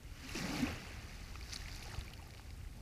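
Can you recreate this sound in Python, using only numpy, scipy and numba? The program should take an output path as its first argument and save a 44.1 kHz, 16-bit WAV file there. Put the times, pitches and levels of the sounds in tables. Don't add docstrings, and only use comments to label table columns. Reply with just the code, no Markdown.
import sys
import numpy as np
from scipy import signal
from scipy.io import wavfile
from scipy.ndimage import uniform_filter1d
from numba import njit

SR = 44100
rng = np.random.default_rng(int(sys.argv[2]) if len(sys.argv) > 2 else 0)


def waveform_to_disk(signal):
    frames = np.transpose(np.atleast_2d(signal))
    scaled = np.clip(frames, -1, 1) * 32767
    samples = np.round(scaled).astype(np.int16)
    wavfile.write(sys.argv[1], SR, samples)


def undo_db(level):
    steps = np.asarray(level, float) / 20
    return 10 ** steps


N = 123921


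def set_rms(x, db):
    return x * undo_db(db) / np.sqrt(np.mean(x ** 2))


def spectrum_db(table, hz):
    table = np.array(table)
    return np.interp(np.log(hz), np.log(table[:, 0]), table[:, 1])


def drift(rate_hz):
    k = int(SR / rate_hz)
    steps = np.repeat(rng.standard_normal(N // k + 1), k)
    return 0.8 * uniform_filter1d(uniform_filter1d(steps, k), k)[:N]


def resonance(x, hz, width_hz):
    return signal.lfilter(*signal.iirpeak(hz, hz / width_hz, fs=SR), x)


@njit
def ring(n, start, hz, cycles, size, rise, onset, sr):
    out = np.zeros(n)
    for k in range(len(start)):
        length = cycles[k] * sr / hz[k]
        turn = np.exp(-5. / length + 6.2832j * hz[k] / sr)
        glide = np.exp(6.2832j * hz[k] * rise / length / sr)
        closing = np.exp(-1 / (onset * length))
        z, gap = size[k] + 0j, 1.
        for i in range(min(int(length), n - start[k])):
            out[start[k] + i] += z.imag * (1 - gap)
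            z *= turn
            turn *= glide
            gap *= closing
    return out


def bubbles(per_s, table, cycles, scatter_db, rise, onset):
    when, pitch, size, damping = rng.random((int(per_s * N / SR), 4)).T
    lowest, highest = table[0][0], table[-1][0]
    hz = lowest * (highest / lowest) ** pitch
    db = spectrum_db(table, hz) + 20 * np.log10(hz / 1e3)
    db = db + scatter_db * np.minimum(-np.log(1 - size), 5)
    start = (when * N).astype(np.int64)
    return set_rms(ring(N, start, hz, cycles * (.5 + damping), undo_db(db), rise, onset, float(SR)), 0)


# start_s [s], level_db [dB], large_bubbles_db [dB], finest_spray_db [dB]
FOAM_ACTIVITY = [(0, -65, -6, -7), (.08, -62, -12, -3), (.22, -54, -10, 0), (.34, -48.5, -9, 2),
                 (.353, -44.5, -7, 2), (.45, -46, -1.5, 0), (.56, -43.5, -2, 0.3), (.7, -44.5, -1.5, -3),
                 (.76, -49.5, -5.5, -3), (1., -54, -7, -2), (1.4, -58.5, -7, 2), (1.5, -54, -9, 2.5),
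                 (1.7, -56.5, -9, 4), (1.95, -54.5, -3.5, 1.5), (2.12, -60, -5.5, -3.5),
                 (2.4, -63, -3.5, 1), (2.7, -66, -18, -2), (2.81, -67, 8, 0.5)]


def foam_activity(t):
    rows = np.array(FOAM_ACTIVITY).T
    return [np.interp(t, rows[0], row) for row in rows[1:]]


# pitch_hz [Hz], level_db [dB]
SURF_SPECTRUM = [(22, -4), (40, 2), (70, -1), (105, -2.5), (130, -18), (250, -17.5), (400, -30.5),
                 (900, -34)]


def surf(t):
    out = 0
    for hz in 22 * 2 ** np.arange(0, 5.5, .4):
        width_hz = hz / 1.77
        noise = resonance(resonance(rng.standard_normal(N), hz, width_hz), hz, width_hz)
        out = out + undo_db(spectrum_db(SURF_SPECTRUM, hz) + 1.54 * drift(9.03)) * noise
    swell_db = 0.073 * foam_activity(t)[0]
    return set_rms(out * undo_db(swell_db), -49.5)


START_DELAY_S = .0008

# start_s [s], level_db [dB, peak], pitch_hz [Hz]
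DROPLET_SNAPS = [(.033, -53, 6500), (.196, -56, 6200), (.2394, -47, 6100), (.268, -52, 12500),
                 (.2917, -45, 11500), (.3107, -50, 12000), (.3187, -46, 10800), (.329, -52, 10500),
                 (.3501, -35, 7000), (.4763, -46, 10500), (.595, -52, 12000), (.604, -50, 12000),
                 (.6524, -48, 9500), (0.7275, -44, 11500), (.8819, -49, 7500), (.9173, -50, 7500),
                 (1.4965, -40.5, 4700), (1.6811, -49, 8800), (1.6967, -47, 2200), (1.7261, -40, 4800),
                 (1.7365, -47, 4600), (1.7579, -44, 11000), (1.7635, -42, 4200), (1.7943, -42, 6300),
                 (1.8085, -44, 4200), (1.829, -44.5, 10700), (1.8537, -45, 6000), (1.8685, -47, 7800),
                 (1.878, -45, 4200), (1.9, -47, 10500), (1.917, -45, 4900), (1.9205, -44, 8100),
                 (1.927, -47, 7600), (1.961, -44, 4200), (2.006, -51, 11000), (2.0617, -51, 12500),
                 (2.103, -46, 4300), (2.178, -55, 13000), (2.2747, -49, 12000), (2.4815, -52.5, 2240),
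                 (2.575, -52, 8300), (2.6127, -50, 2900), (2.6491, -53.5, 1870), (2.7097, -56, 8300),
                 (2.7297, -54, 2020), (2.767, -53, 8500), (2.7721, -54, 5000), (2.565, -57, 12500)]


def droplet_snaps():
    at, db, hz = np.array(DROPLET_SNAPS).T
    start = ((at + START_DELAY_S) * SR).astype(np.int64)
    cycles = 4.0 + 1.04 * hz / 1e3
    size = undo_db(db + 2.5 + 3 * (hz < 6600))
    return ring(N, start, hz, cycles, size, 0.08, 0.034, float(SR))


# middle_s [s], length_s [s], level_db [dB, peak rms], pitch_hz [Hz]
SPLASHES = [(.292, .005, -51, 3500), (0.387, .07, -52.5, 5550), (.623, 0.0035, -51, 10000),
            (.5, 0.11, -59, 5600), (.677, .04, -62, 780), (1.357, 0.0046, -48, 2600),
            (1.509, .004, -51, 4600), (1.528, 0.015, -44, 4500), (1.535, 0.0047, -45.5, 5870),
            (1.536, 0.0092, -49, 2430), (1.542, 0.0043, -44, 5600), (1.541, 0.033, -57.5, 8200),
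            (1.562, .006, -41, 4500), (1.561, .007, -56, 9500), (1.562, .006, -53, 2300),
            (1.572, .002, -44.5, 5900), (1.621, 0.0056, -50.5, 1890), (1.685, 0.0045, -47.5, 2720),
            (1.763, .004, -52.5, 6400), (1.827, 0.0096, -49, 3800), (1.897, .008, -53.5, 2200),
            (1.941, 0.011, -52, 1000), (1.948, .007, -48.5, 3600), (1.992, .003, -52.5, 8000),
            (2.138, .006, -51.5, 4280), (2.135, .004, -61, 12800), (2.307, .004, -53.5, 4200),
            (2.349, .003, -55, 4200), (2.38, .005, -54.5, 3700), (2.397, 0.0037, -55, 1900),
            (2.506, 0.0037, -56.5, 4500), (2.338, .003, -57, 3800), (2.177, .003, -57, 4400)]


def splashes(t):
    crackle = bubbles(9000, [(1200, -2.0), (14000, -23.0)],
                      cycles=3.7, scatter_db=3.0, rise=0.12, onset=0.022)
    out = np.zeros(N)
    for at, length, db, hz in SPLASHES:
        span = slice(int((at - .1) * SR), int((at + .1) * SR))
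        swell = np.exp(-(2 * (t[span] - at) / length) ** 2)
        burst = swell * resonance(resonance(crackle[span], hz, 0.5 * hz), hz, 0.92 * hz)
        out[span] += undo_db(db) * burst * np.sqrt(np.sum(swell ** 2) / np.sum(burst ** 2))
    return out


# start_s [s], level_db [dB, peak], pitch_hz [Hz], ring_cycles [cycles], click_db [dB]
POPS = [(0.2923, -36.5, 2710, 30, -6), (0.3535, -35, 2510, 34, -6), (0.6676, -29, 2580, 21, -11),
        (1.3548, -37, 1240, 8.8, 1), (1.41, -42, 2330, 16, 10.5), (1.4275, -38.5, 4550, 17, -9),
        (1.5335, -32.5, 5850, 33, -9), (1.5598, -27, 4160, 17, -14), (1.6577, -38, 2260, 12, -3),
        (1.6826, -39.5, 2070, 11, -6), (1.8248, -42, 2270, 20, -12), (1.9131, -41, 1830, 16, -9),
        (1.7152, -37.5, 4600, 16, -6), (1.7484, -35, 4370, 8.5, 0), (2.0105, -32, 3620, 9.9, -7),
        (2.0788, -41, 2320, 22, 0), (2.135, -39, 2960, 16, -13), (2.1751, -51, 2140, 18, -6),
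        (2.226, -45.5, 2720, 14, 2), (2.3057, -52, 2500, 12, -11), (2.3361, -46.5, 2310, 10, -8),
        (2.3482, -44, 2300, 6, 4), (2.372, -46, 3000, 10, 2), (2.3951, -45, 910, 5.7, -2),
        (2.5049, -48.5, 2240, 13, 6)]


def pops():
    at, db, hz, cycles, click_db = np.array(POPS).T
    start = ((at + START_DELAY_S) * SR).astype(np.int64)
    click_hz, click_cycles = np.full(len(at), 4200.), np.full(len(at), 2.4)
    clicks = ring(N, start, click_hz, click_cycles, undo_db(db + click_db), .01, .01, float(SR))
    return clicks + ring(N, start, hz, cycles, undo_db(db + 2.0), 0.037, 0.07, float(SR))


def slap(t):
    slap_s, slap_hz, slap_db = 1.9845, 76.5, -31
    x = np.pi * slap_hz * (t - slap_s)
    push = (1 - 2 * x ** 2) * np.exp(-x ** 2) * np.where(x < -.7, .6, 1)
    rebound = 0.38 * np.exp(-((x - 2.6) / 1.0) ** 2)
    return -undo_db(slap_db) * (push - rebound)


# start_s [s, peak], pitch_hz [Hz], length_s [s], level_db [dB, peak], rise [share]
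AIR_POCKETS = [(0.253, 261, 0.048, -48, 0.0059), (0.313, 285, 0.024, -55, 0.038),
               (0.357, 342, 0.02, -38, -0.14), (0.373, 238, 0.026, -41.5, -0.059),
               (.403, 145, 0.023, -42, 0.092), (.423, 160, 0.023, -45.5, .08),
               (.415, 252, 0.029, -45, 0.01), (.445, 178, 0.055, -41, -0.011),
               (.495, 181, 0.039, -43.5, 0.071), (.503, 265, 0.025, -38.5, 0.062),
               (0.533, 292, 0.04, -43, 0.019), (.56, 287, .03, -46, .01), (.57, 150, .03, -47, .05),
               (.62, 140, 0.021, -42, .08), (.74, 111, .03, -44, 0.038), (0.598, 159.4, 0.041, -40, 0.0025),
               (.605, 274.6, 0.039, -37.5, 0.067), (0.633, 248, 0.029, -27, 0.038),
               (0.651, 292, 0.022, -35.5, 0.079), (0.691, 82, 0.054, -39, -0.06),
               (.83, 195, 0.045, -51.5, -0.18), (2.766, 236, 0.029, -54.5, -0.038)]


def air_pockets(t):
    out = 0
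    for at, hz, length, db, rise in AIR_POCKETS:
        x = t - at
        steepness = np.where(x < 0, 2.6, 1.9)
        swell = np.exp(-(np.clip(x / length, -9, 9) * steepness) ** 2)
        out = out + undo_db(db) * swell * np.cos(2 * np.pi * hz * (x + rise * x ** 2 / length))
    return out


# pitch_hz [Hz], level_db [dB]
FINE_SPECTRUM = [(900, -3), (1500, -1.5), (2500, 0), (3500, -4.5)]
SPRAY_SPECTRUM = [(3200, 3), (5000, 3.5), (7200, -4), (7800, -12), (10500, -13.5), (14500, -15)]
LARGE_SPECTRUM = [(130, 5), (200, 3), (300, 2), (450, -2), (750, -5.5), (1300, -13)]


def foam(t):
    busy_db, large_db, spray_db = foam_activity(t)
    patch_db = 0.7 * drift(25.3)
    fine = bubbles(3000, FINE_SPECTRUM, cycles=16.9, scatter_db=1.5, rise=0.11, onset=0.061)
    fine = fine * undo_db(patch_db - 4 + 0.23 * drift(41.2))
    spray = bubbles(7000, SPRAY_SPECTRUM, cycles=14.2, scatter_db=2.5, rise=0.23, onset=0.076)
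    spray = spray * undo_db(patch_db + spray_db - 6)
    large = bubbles(1500, LARGE_SPECTRUM, cycles=8.35, scatter_db=-0.2, rise=0.22, onset=0.15)
    large = large * undo_db(large_db + 0.76 * drift(13.7))
    ticks = bubbles(140, [(1500, -13), (11000, -13)],
                    cycles=7.7, scatter_db=1.1, rise=0.089, onset=0.024)
    plinks = bubbles(260, [(700, 2), (2300, -7.5), (6500, -22)],
                     cycles=17.3, scatter_db=2.0, rise=0.18, onset=0.054)
    drain_s, drain_width_s = 2.35, 0.87
    drain = np.exp(-((t - drain_s) / drain_width_s) ** 2)
    draining = drain * (ticks * undo_db(-16) + plinks * undo_db(-6.5))
    return undo_db(busy_db) * (fine + spray + large + draining)


def scene():
    t = np.arange(N) / SR
    background = surf(t)
    nearby = droplet_snaps() + splashes(t) + pops() + slap(t)
    wave = air_pockets(t) + foam(t)
    return (background + nearby + wave)[None]


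# pitch_hz [Hz], width_hz [Hz], gain_db [dB]
HOUSING = [(780, 226, 3.5), (1001, 106, -8.5), (2140, 670, 2.5), (2910, 290, 3), (3264, 1130, -6),
           (4585, 440, 3), (6000, 200, 1.5), (8000, 4400, -1), (10000, 1200, 5), (13000, 1400, 2)]


def housing(x):
    for hz, width, db in HOUSING:
        x = x + (undo_db(db) - 1) * resonance(x, hz, width)
    return x


def low_pass(x):
    return signal.sosfilt(signal.butter(12, 15680, fs=SR, output="sos"), x)


def record(dry):
    x = housing(dry)
    hiss = signal.lfilter(*signal.butter(1, 8900, fs=SR), rng.standard_normal(x.shape))
    top_cut = signal.ellip(10, .3, 70, 15270, fs=SR, output="sos")
    mix = signal.sosfilt(top_cut, x + set_rms(hiss, -67))
    return low_pass(mix)


dry = scene()
out = record(dry)
waveform_to_disk(out)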